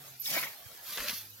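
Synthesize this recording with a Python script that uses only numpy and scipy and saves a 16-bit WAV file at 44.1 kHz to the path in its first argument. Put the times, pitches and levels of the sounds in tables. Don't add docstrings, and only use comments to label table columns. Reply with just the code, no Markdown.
import sys
import numpy as np
from scipy import signal
from scipy.fft import rfft, irfft
from scipy.io import wavfile

SR = 44100
rng = np.random.default_rng(int(sys.argv[2]) if len(sys.argv) > 2 else 0)


def transcribe(signal):
    frames = np.atleast_2d(signal).T
    limited = np.clip(frames, -1, 1)
    pcm = np.round(limited * 32767).astype(np.int16)
    wavfile.write(sys.argv[1], SR, pcm)


N = 61739
T, HZ = np.arange(N) / SR, np.fft.rfftfreq(2 * N, 1 / SR)

# t/s, level/dB
SWISH_LEFT = [(.19, -62), (.235, -47), (.258, -41), (.35, -37), (.45, -46), (.55, -60)]
SWISH_AHEAD = [(.81, -65), (.875, -47), (.935, -41.5), (.968, -48.5), (1.02, -45), (1.12, -41.5),
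               (1.2, -46.5), (1.3, -62)]
CUT_LEFT = [(.245, -80), (.265, -53), (.374, -36), (.41, -45), (.435, -43), (.465, -45.5), (.55, -62.5)]
CUT_AHEAD = [(.85, -59.5), (.92, -52), (.971, -50), (.975, -38), (1.035, -45.5), (1.09, -43.5),
             (1.135, -48.5), (1.17, -57.5), (1.26, -66)]
# f/Hz, level/dB
SWISH_LEFT_SPECTRUM = [(300, -61), (1500, -17), (3300, -2.5), (5400, 1), (7000, -3.5), (8600, -11),
                       (12000, 1), (16000, -2.5)]
SWISH_AHEAD_SPECTRUM = [(300, -24.5), (1500, -15), (4300, 0), (6200, -3), (8700, -14), (12000, 2),
                        (13600, 0.5), (16000, -9)]
CUT_LEFT_SPECTRUM = [(70, -36), (175, -3), (430, -8.5), (650, -2), (1350, -6), (2100, 1.5), (4500, -11.5),
                     (16000, -61)]
CUT_AHEAD_SPECTRUM = [(60, -12.5), (190, -6), (400, -9.5), (590, 0), (780, -15.5), (1000, -4), (1900, 0),
                      (4500, -7.5), (16000, -20.5)]
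BREEZE_SPECTRUM = [(25, -25), (125, -9), (280, -13), (750, -7), (1200, -10.5), (5000, -11), (9400, -18),
                   (13000, -8), (16000, -14)]
# t/s, crack level/dB, decay time/s, f/Hz, spit level/dB
SNAPS_LEFT = [(.3645, -43.5, 0.0082, 2060, -30), (.4275, -33.5, 0.0078, 1960, -52),
              (.436, -28.5, 0.0027, 1880, -50)]
SNAPS_AHEAD = [(.9735, -31, 0.0052, 3450, -42), (.981, -32, 0.0038, 1430, -53),
               (1.003, -33.5, 0.0061, 1800, -37), (1.083, -25.5, 0.0044, 3300, -39),
               (1.094, -29, 0.006, 3200, -54)]
# t/s, duration/s, level/dB, f/Hz, bandwidth/Hz
SCRAPES = [(.255, 0.013, -39.5, 3613, 810), (0.262, 0.026, -39, 5280, 160), (.35, .06, -48, 1020, 60),
           (0.353, 0.047, -37, 2248, 91), (0.419, 0.031, -40, 2143, 220), (0.469, 0.018, -43.5, 2190, 160)]
# t/s, level/dB
GUSTS = [(0, -52.5), (.06, -51), (.14, -52.5), (.2, -55), (.5, -52), (.77, -51), (1.33, -54.5),
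         (1.4, -52.5)]
# t/s, duration/s, level/dB, starting f/Hz
CHIRPS = [(0.1958, 0.029, -39, 11750), (1.298, 0.013, -51.5, 11860)]
# t/s, f/Hz, level/dB
DRONE = [(0, 142.8, -61), (.22, 123.5, -67), (0.312, 137.3, -65), (.45, 138.4, -60), (0.53, 119.4, -92),
         (1.0, 107.7, -79.5), (1.14, 102.1, -61.5), (1.4, 106, -66)]
WING_HARMONICS = [0, -11.5, -14]
# t/s, duration/s, f/Hz, level/dB, leftward bias/dB
THUDS = [(0.652, 0.031, 108.3, -56, -9), (0.983, 0.063, 43, -63, 15), (1.125, 0.017, 209, -48.5, 1.5)]
# f/Hz, shared fraction of power
LEFT_COHERENCE = [(200, 0.89), (2300, 0.52), (7000, 0.01)]
AHEAD_COHERENCE = [(200, 1), (3200, 0.8), (6000, 0.43)]
BREEZE_COHERENCE = [(700, 0.34), (16000, 0.035)]
# f/Hz, level/dB
CHANNEL_BALANCE = [(100, -2.5), (1200, 1), (3000, 0), (6800, 6), (8200, -3), (9200, 4), (11000, -9.5),
                   (15000, -2)]


def swish(envelope, colour, coherence, lead_ms, body_growth=0.21):
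    clicks = impacts(per_s=15000, spread_db=1.5) * amp(1.5 * wander(seconds=0.016))
    rustle = stereo(stalk_resonances(clicks, colour), coherence, lead_ms)
    body = filtered(rustle, lowpass(9000, slope=8))
    hiss = rustle - body
    pressure = level(envelope)
    swell = (pressure / pressure.max()) ** body_growth
    return pressure * (hiss + swell * body) / band_rms(rustle, 10500, 16000)


def cut(envelope, colour, coherence, lead_ms, bass_growth=0.35):
    clicks = impacts(per_s=3500, spread_db=1) * amp(-0.08 * wander(seconds=0.016))
    crunch = stereo(stalk_resonances(clicks, colour), coherence, lead_ms)
    bass = filtered(crunch, lowpass(480, slope=6))
    bite = level(envelope)
    swell = (bite / bite.max()) ** bass_growth
    return bite * (crunch - bass + swell * bass) / band_rms(crunch, 300, 2800)


def snaps(rows, coherence, lead_ms, rise_s=0.00085):
    out = np.zeros((3, N))
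    dull = np.sqrt(lowpass(6700, slope=12))
    spit = resonance(hz=13700, q=3.2)
    for start, db, decay, hz, spit_db in rows:
        age = np.maximum(T - start, 0)
        burst = rng.standard_normal((3, N)) * np.minimum(age / rise_s, 1) * np.exp(-age / decay)
        crack = dull * resonance(hz, q=0.72)
        out += filtered(burst, amp(db) * crack + amp(spit_db) * spit)
    return stereo(out, coherence, lead_ms)


def scrapes(coherence, lead_ms, pitch_sag=0.03):
    out = np.zeros((3, N))
    for start, length, db, hz, width_hz in SCRAPES:
        slide = np.clip((T - start) / length, 0, 1)
        phase = 2 * np.pi * np.cumsum(hz * (1 - pitch_sag * (slide - .5))) / SR
        in_phase, quadrature = filtered(rng.standard_normal((2, 3, N)), lowpass(width_hz / 2, slope=2))
        rasp = (in_phase * np.cos(phase) + quadrature * np.sin(phase)) * np.sin(np.pi * slide)
        out += amp(db) * np.sqrt(length * SR) * rasp / np.linalg.norm(rasp, axis=1, keepdims=True)
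    return stereo(out, coherence, lead_ms)


def breeze(body_growth=2.14):
    clicks = impacts(per_s=16000, spread_db=4.0)
    rustle = stereo(stalk_resonances(clicks, BREEZE_SPECTRUM), BREEZE_COHERENCE, lead_ms=0)
    rustle /= np.std(rustle.mean(0))
    body = filtered(rustle, lowpass(2870, slope=4))
    gust_db = np.interp(T, *np.transpose(GUSTS))
    swell = amp(body_growth * (gust_db - gust_db.max()))
    return amp(gust_db) * (rustle - body + swell * body)


def chirps(glide_hz_per_s=18600, waver_hz=71, ramp_s=0.0041, right_db=5):
    out = np.zeros(N)
    for start, length, db, hz in CHIRPS:
        age = np.clip(T - start, 0, length)
        pitch = hz + glide_hz_per_s * age + waver_hz * wander(seconds=0.0069)
        gate = np.minimum(np.minimum(age, length - age) / ramp_s, 1)
        out += amp(db) * gate * np.sqrt(2) * np.sin(2 * np.pi * np.cumsum(pitch) / SR)
    return out * amp([[-right_db], [right_db]])


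def drone(waver=0.025, flutter_db=2.5, right_db=1):
    times, hz, db = np.transpose(DRONE)
    pitch = np.interp(T, times, hz) * (1 + waver * wander(seconds=0.013))
    cycles = np.cumsum(pitch) / SR
    wings = np.zeros(N)
    for k, harmonic_db in enumerate(WING_HARMONICS, 1):
        gain = amp(harmonic_db + flutter_db * wander(seconds=0.017))
        wings += gain * np.sin(2 * np.pi * (k * cycles + rng.random()))
    return amp(np.interp(T, times, db)) * unit(wings) * amp([[-right_db], [right_db]])


def thuds():
    out = np.zeros((2, N))
    for start, length, hz, db, left_db in THUDS:
        age = np.clip(T - start, 0, length)
        pulse = np.sin(np.pi * age / length) ** 2 * np.sqrt(2) * np.sin(2 * np.pi * hz * age)
        out += amp([[db + left_db], [db - left_db]]) * pulse
    return out


def impacts(per_s, spread_db):
    size = amp(spread_db * np.minimum(rng.exponential(1, (3, N)), 4))
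    return size * rng.choice([-1, 1], (3, N)) * (rng.random((3, N)) < per_s / SR)


def stalk_resonances(clicks, colour, depth_db=4.5, spacing_hz=129, life_s=0.062):
    coloured = filtered(clicks, amp(spectrum(colour)))
    frames = signal.stft(coloured, nperseg=1024, noverlap=768)[2]
    per_hz = np.fft.fftfreq(frames.shape[1], SR / 1024)
    per_s = np.fft.fftfreq(frames.shape[2], 256 / SR)
    smooth = np.exp(-(per_hz[:, None] * spacing_hz) ** 2 - (per_s * life_s) ** 2)
    ripple = unit(np.fft.ifft2(np.fft.fft2(rng.standard_normal(smooth.shape)) * smooth).real)
    return signal.istft(frames * amp(depth_db * ripple), nperseg=1024, noverlap=768)[1][:, :N]


def stereo(three, coherence, lead_ms):
    shared = np.clip(spectrum(coherence), 0, 1)
    side = np.array([[.5], [-.5]])
    direct = filtered(three[0], np.sqrt(shared) * np.exp(2j * np.pi * HZ * side * lead_ms / 1000))
    scattered = filtered(three[1:], np.sqrt(1 - shared))
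    return filtered(direct + scattered, amp(side * spectrum(CHANNEL_BALANCE)))


def resonance(hz, q):
    gain = 1 / (1 + 1j * q * (HZ / hz - hz / (HZ + 1))) ** 2
    return gain / np.sqrt(np.mean(abs(gain) ** 2))


def lowpass(hz, slope):
    return 1 / (1 + (HZ / hz) ** slope)


def amp(db):
    return 10 ** (np.asarray(db) / 20)


def unit(x):
    return x / np.sqrt(np.mean(x ** 2) + 1e-20)


def spectrum(points):
    hz, value = np.transpose(points)
    return np.interp(np.log(HZ + 1), np.log(hz + 1), value)


def level(points):
    times, db = np.transpose(points)
    return amp(np.interp(T, times, db)) * (T >= times[0]) * (T <= times[-1])


def filtered(x, gain):
    return irfft(rfft(x, 2 * N) * gain)[..., :N]


def band_rms(x, lo_hz, hi_hz):
    return np.std(filtered(x.mean(0), (HZ > lo_hz) & (HZ < hi_hz)))


def wander(seconds):
    return unit(filtered(rng.standard_normal(N), np.exp(-(HZ * seconds) ** 2)))


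def scene():
    left, ahead = (LEFT_COHERENCE, 0.11), (AHEAD_COHERENCE, -0.018)  # coherence, left lead/ms
    first = swish(SWISH_LEFT, SWISH_LEFT_SPECTRUM, *left) + cut(CUT_LEFT, CUT_LEFT_SPECTRUM, *left)
    first += snaps(SNAPS_LEFT, *left)
    second = swish(SWISH_AHEAD, SWISH_AHEAD_SPECTRUM, *ahead)
    second += cut(CUT_AHEAD, CUT_AHEAD_SPECTRUM, *ahead) + snaps(SNAPS_AHEAD, *ahead)
    return first + scrapes(*left) + second + breeze() + chirps() + drone() + thuds()


def record(dry, cutoff_hz=16000):
    kernel = signal.firwin(511, cutoff_hz, window=("kaiser", 9), fs=SR)
    return signal.oaconvolve(dry, kernel[None], "same")


dry = scene()
out = record(dry)
transcribe(out)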